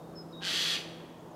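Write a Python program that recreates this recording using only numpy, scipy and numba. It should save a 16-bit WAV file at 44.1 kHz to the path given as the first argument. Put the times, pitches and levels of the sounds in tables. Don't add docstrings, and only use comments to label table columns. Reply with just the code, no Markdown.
import sys
import numpy as np
from scipy import signal
from scipy.fft import rfft, irfft
from scipy.io import wavfile
from scipy.ndimage import uniform_filter1d
from numba import njit

SR = 44100
rng = np.random.default_rng(int(sys.argv[2]) if len(sys.argv) > 2 else 0)


def volts_from_decibels(level):
    exponent = np.asarray(level, float) / 20
    return 10 ** exponent


def to_wav(sig):
    pcm = np.clip(np.atleast_2d(sig), -1, 1) * 32767
    pcm = np.round(pcm).astype(np.int16)
    wavfile.write(sys.argv[1], SR, pcm.T)


N = 59535

# time_s, effort_db, flutter_depth [0-1], beak_opening [factor on throat resonances]
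SCREECH_GESTURE = [
    (.404, -28, 0.9, 1.1),
    (0.422, -9, 0.79, .94),
    (0.451, 0, 0.87, 1.004),
    (0.499, 0, 0.63, 1.024),
    (.56, -2, 0.14, 1.0),
    (.7, -2, 0.24, 1.025),
    (0.744, -2.5, 0.19, 0.989),
    (0.761, -3, .5, .95),
    (0.779, -15, 0.2, 0.65),
]
# resonance_hz, width_hz, level_db, beak_following [exponent]
THROAT_CAVITIES = [(1178, 72, -15.5, 0.12), (1404, 470, -17, 0.79), (1907, 760, -11, 0.58),
                   (2680, 950, -10.5, 1), (3131, 660, -4.5, 0.9), (3740, 830, -7.5, 0),
                   (4343, 1220, -7.5, 0), (5850, 720, -12.5, 0.27), (7310, 1100, -16, 0.22),
                   (9380, 1130, -19, 0.57), (12120, 1700, -23.5, 0), (13800, 2200, -29.5, 2)]
# time_s, pitch_hz, level_db
HIGH_NOTE = [
    (0.149, 5313, -78),
    (0.157, 5324, -57),
    (0.187, 5144, -48),
    (0.209, 5120, -52),
    (0.235, 5100, -66),
    (0.246, 5100, -74),
]
LOW_NOTE = [
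    (.3235, 5400, -80),
    (.3255, 5250, -63),
    (.3285, 3900, -61),
    (.332, 3800, -55),
    (.359, 3780, -53),
    (.365, 3830, -63),
    (.369, 3780, -54),
    (.398, 3785, -52),
    (.419, 3790, -68),
]
# start_s, length_s, from_pitch_hz, to_pitch_hz, level_db
FAR_CHIPS = [
    (-.002, .022, 3720, 3700, -69),
    (.02, .012, 3600, 3690, -74),
    (0.032, 0.023, 3720, 3685, -67),
    (0.058, 0.018, 3670, 3690, -70),
    (0.076, 0.069, 3680, 3670, -76),
    (.355, 0.04, 4600, 4590, -96),
    (1.193, .022, 7100, 6080, -72),
    (1.305, .018, 6700, 6760, -70),
    (1.324, 0.011, 6400, 6150, -72),
    (1.342, .01, 5100, 5110, -67),
]
# frequency_hz, decay_60db_s
LATE_DECAY = [(1000, 2.14), (3300, 1.11), (5200, 0.74), (7500, 0.98), (12000, 1.02)]
# harmonic_number, level_db
MOTOR_HARMONICS = [(1, 0), (2, -3.5), (3, -10.5), (4, -32)]
# time_s, level_db
MOTOR_LEVEL = [
    (0, -55.5),
    (.2, -52.5),
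    (.42, -51),
    (.6, -52.5),
    (.88, -51.5),
    (1.1, -55),
    (1.35, -55),
]
# frequency_hz, density_db [per Hz]
WOOD_SPECTRUM = [(25, -28.5), (110, -11.5), (200, -6), (600, -8), (1050, -16), (2200, -35.5), (3700, -36),
                 (15600, -44.5)]

PULSE_HZ, PULSE_JITTER, PULSE_SCATTER_DB = 848.9, .12, 1.5
FLUTTER_START_S, FLUTTER_HZ, FLUTTER_SAG_HZ_PER_S = .408, 199.5, 250
FLUTTER_OPEN, FLUTTER_ATTACK = .4, .03
SCREECH_DB, BREATH_DB = -33, 0.5
BRIGHT_PER_DB, CHOPPED_DULL_DB = 0.76, 4
CLOSED_HZ, CLOSED_WIDTH_HZ, CLOSED_DB, CLOSED_FADE_DB_PER_S = 1603, 200, 2, 174
RING_HZ, RING_WIDTH_HZ, RING_DB, RING_MUTE_DB = 3306, 204, -1.5, 14
RASP_S, RASP_SPREAD_S, RASP_HZ, RASP_DB = .364, .022, 225, -15
EARLY_DB, EARLY_T60_S, EARLY_DELAY_S = -5.5, 0.35, .012
LATE_DB, LATE_DELAY_S, NOTE_ECHO_DB = -15, 0.011, 1
HUM_HZ, HUM_WAVER_DB = 165.5, 1.5
WOOD_DB, WOOD_SWELL_DB, WOOD_FLICKER_DB = -48, .7, 1.0
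TOP_HZ = 15850


def level(x, db):
    return x * volts_from_decibels(db) / np.sqrt(np.mean(x ** 2))


@njit
def svf(x, hz, width):
    y, b, l = np.empty(len(x)), 0., 0.
    for i in range(len(x)):
        g, k = np.tan(np.pi * hz[i] / SR), width / hz[i]
        v = (b + g * (x[i] - l)) / (1 + g * (g + k))
        b, l, y[i] = 2 * v - b, l + 2 * g * v, k * v
    return y


def band(x, hz, width):
    hz = np.clip(hz * np.ones(len(x)), 10, SR * .45)
    return svf(svf(x, hz, 1. * width), hz, 1. * width)


def read(table, hz):
    table_hz, value = np.array(table).T
    return np.interp(np.log(hz), np.log(table_hz), value)


def walk(rate):
    k = int(SR / rate)
    steps = rng.standard_normal(N)[:N // k + 1]
    held = np.repeat(steps, k)
    return 1.3 * uniform_filter1d(uniform_filter1d(held, k), k)[:N]


def syrinx_pulses(start_s):
    interval_chance, size_chance = rng.standard_normal((600, 2)).T
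    at = (start_s + np.cumsum(np.exp(PULSE_JITTER * interval_chance)) / PULSE_HZ) * SR
    keep = at < N - 2
    at, size = at[keep], volts_from_decibels(PULSE_SCATTER_DB * size_chance[keep])
    pulses = np.zeros(N)
    for tap in range(-6, 7):
        place = at.astype(int) + tap
        offset = place - at
        pulses[place] += size * np.sinc(offset) * np.cos(np.pi * offset / 14) ** 2
    return pulses


def flutter_gate(since, depth):
    cycles = FLUTTER_HZ * since - FLUTTER_SAG_HZ_PER_S * since ** 2 / 2
    phase = (cycles + .03 * walk(60)) % 1
    puff = np.minimum(phase / FLUTTER_ATTACK, 1) / (1 + (phase / FLUTTER_OPEN) ** 6)
    return 1 - np.clip(depth, 0, 1) * (1 - puff)


def screech(t):
    when, *columns = np.array(SCREECH_GESTURE).T
    effort_db, depth, beak = (np.interp(t, when, c) for c in columns)
    since = t - FLUTTER_START_S
    on = (t > when[0]) & (t < when[-1])
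    pulses = level(syrinx_pulses(when[0]) * on, 0) * np.sqrt(on.mean())
    drive = flutter_gate(since, depth) * on * volts_from_decibels(effort_db)

    def source():
        return (pulses + volts_from_decibels(BREATH_DB) * rng.standard_normal(N)) * drive

    tilt_db = BRIGHT_PER_DB * effort_db - CHOPPED_DULL_DB * depth
    throat = np.zeros(N)
    for hz, width, db, follows in THROAT_CAVITIES:
        octaves = np.log2(max(hz / 3300, 1))
        throat += volts_from_decibels(db + tilt_db * octaves) * band(source(), hz * beak ** follows, width)
    closed_db = CLOSED_DB - CLOSED_FADE_DB_PER_S * np.clip(since, 0, 1)
    throat += volts_from_decibels(closed_db) * band(source(), CLOSED_HZ, CLOSED_WIDTH_HZ)
    ring_db = RING_DB - RING_MUTE_DB * depth ** 2
    throat += volts_from_decibels(ring_db) * band(source(), RING_HZ * beak, RING_WIDTH_HZ)
    return level(throat, SCREECH_DB) * np.sqrt(on.mean())


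def whistles(t):
    out = np.zeros(N)
    rasp_depth = 2 * volts_from_decibels(RASP_DB) * np.exp(-((t - RASP_S) / RASP_SPREAD_S) ** 2)
    rasp = 1 + rasp_depth * np.sin(2 * np.pi * (RASP_HZ * t + .3 * walk(61)))
    for note in (HIGH_NOTE, LOW_NOTE):
        when, hz, db = np.array(note).T
        on = (t > when[0]) & (t < when[-1])
        pitch_hz = np.interp(t, when, hz) + 6 * walk(49.5)
        phase = 2 * np.pi * np.cumsum(pitch_hz) / SR
        out += np.sqrt(2) * on * volts_from_decibels(np.interp(t, when, db)) * rasp * np.sin(phase)
    return out


def chips(t):
    out = np.zeros(N)
    for start, length, from_hz, to_hz, db in FAR_CHIPS:
        s = np.clip(t - start, 0, length)
        cycles = from_hz * s + (to_hz - from_hz) * s ** 2 / length / 2
        out += np.sqrt(2) * volts_from_decibels(db) * np.sin(np.pi * s / length) * np.sin(2 * np.pi * cycles)
    return out


def trunks(call, notes):
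    s = np.arange(N) / SR
    sparse = rng.standard_normal(N) ** 3
    early = sparse * volts_from_decibels(-60 * s / EARLY_T60_S) * np.minimum(s / EARLY_DELAY_S, 1) ** 2
    early = level(early, EARLY_DB)
    late = np.zeros(N)
    for hz in 800 * 2. ** np.arange(0, 4.6, .5):
        late += band(rng.standard_normal(N), hz, hz / 2) * volts_from_decibels(-60 * s / read(LATE_DECAY, hz))
    late = level(late * (1 - np.exp(-s / LATE_DELAY_S)) ** 2, LATE_DB)

    def echo(x, response):
        return signal.fftconvolve(x, response / np.sqrt(N))[:N]

    return call + notes + echo(call, early) + echo(call + volts_from_decibels(NOTE_ECHO_DB) * notes, late)


def hum(t):
    phase = 2 * np.pi * np.cumsum(HUM_HZ * (1 + 0.0018 * walk(5.4))) / SR
    tones = np.zeros(N)
    for k, db in MOTOR_HARMONICS:
        tones += volts_from_decibels(db + HUM_WAVER_DB * walk(11.5)) * np.sin(k * phase + k)
    return np.sqrt(2) * volts_from_decibels(np.interp(t, *np.array(MOTOR_LEVEL).T)) * tones


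def wood():
    hz = np.maximum(np.arange(N // 2 + 1) * SR / N, 1)
    noise = rfft(rng.standard_normal(N)) * volts_from_decibels(read(WOOD_SPECTRUM, hz))
    out, swell = np.zeros(N), walk(1.5)
    for octave in np.arange(4, 15, .5):
        share = np.cos(np.pi * np.clip(np.log2(hz) - octave, -.5, .5)) ** 2
        unrest = 1 if octave < 11 else .3
        sway_db = (WOOD_SWELL_DB * swell + WOOD_FLICKER_DB * walk(9)) * unrest
        out += volts_from_decibels(sway_db) * irfft(noise * share, N)
    return level(out, WOOD_DB)


def scene():
    t = np.arange(N) / SR
    birds = trunks(screech(t), whistles(t))
    return (birds + chips(t) + hum(t) + wood())[None]


def top_cut(x):
    return signal.sosfilt(signal.butter(12, 15700, fs=SR, output="sos"), x)


def record(dry):
    lowpass = signal.ellip(8, .2, 70, TOP_HZ, fs=SR, output="sos")
    mix = signal.sosfilt(lowpass, dry)
    return top_cut(mix)


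dry = scene()
out = record(dry)
to_wav(out)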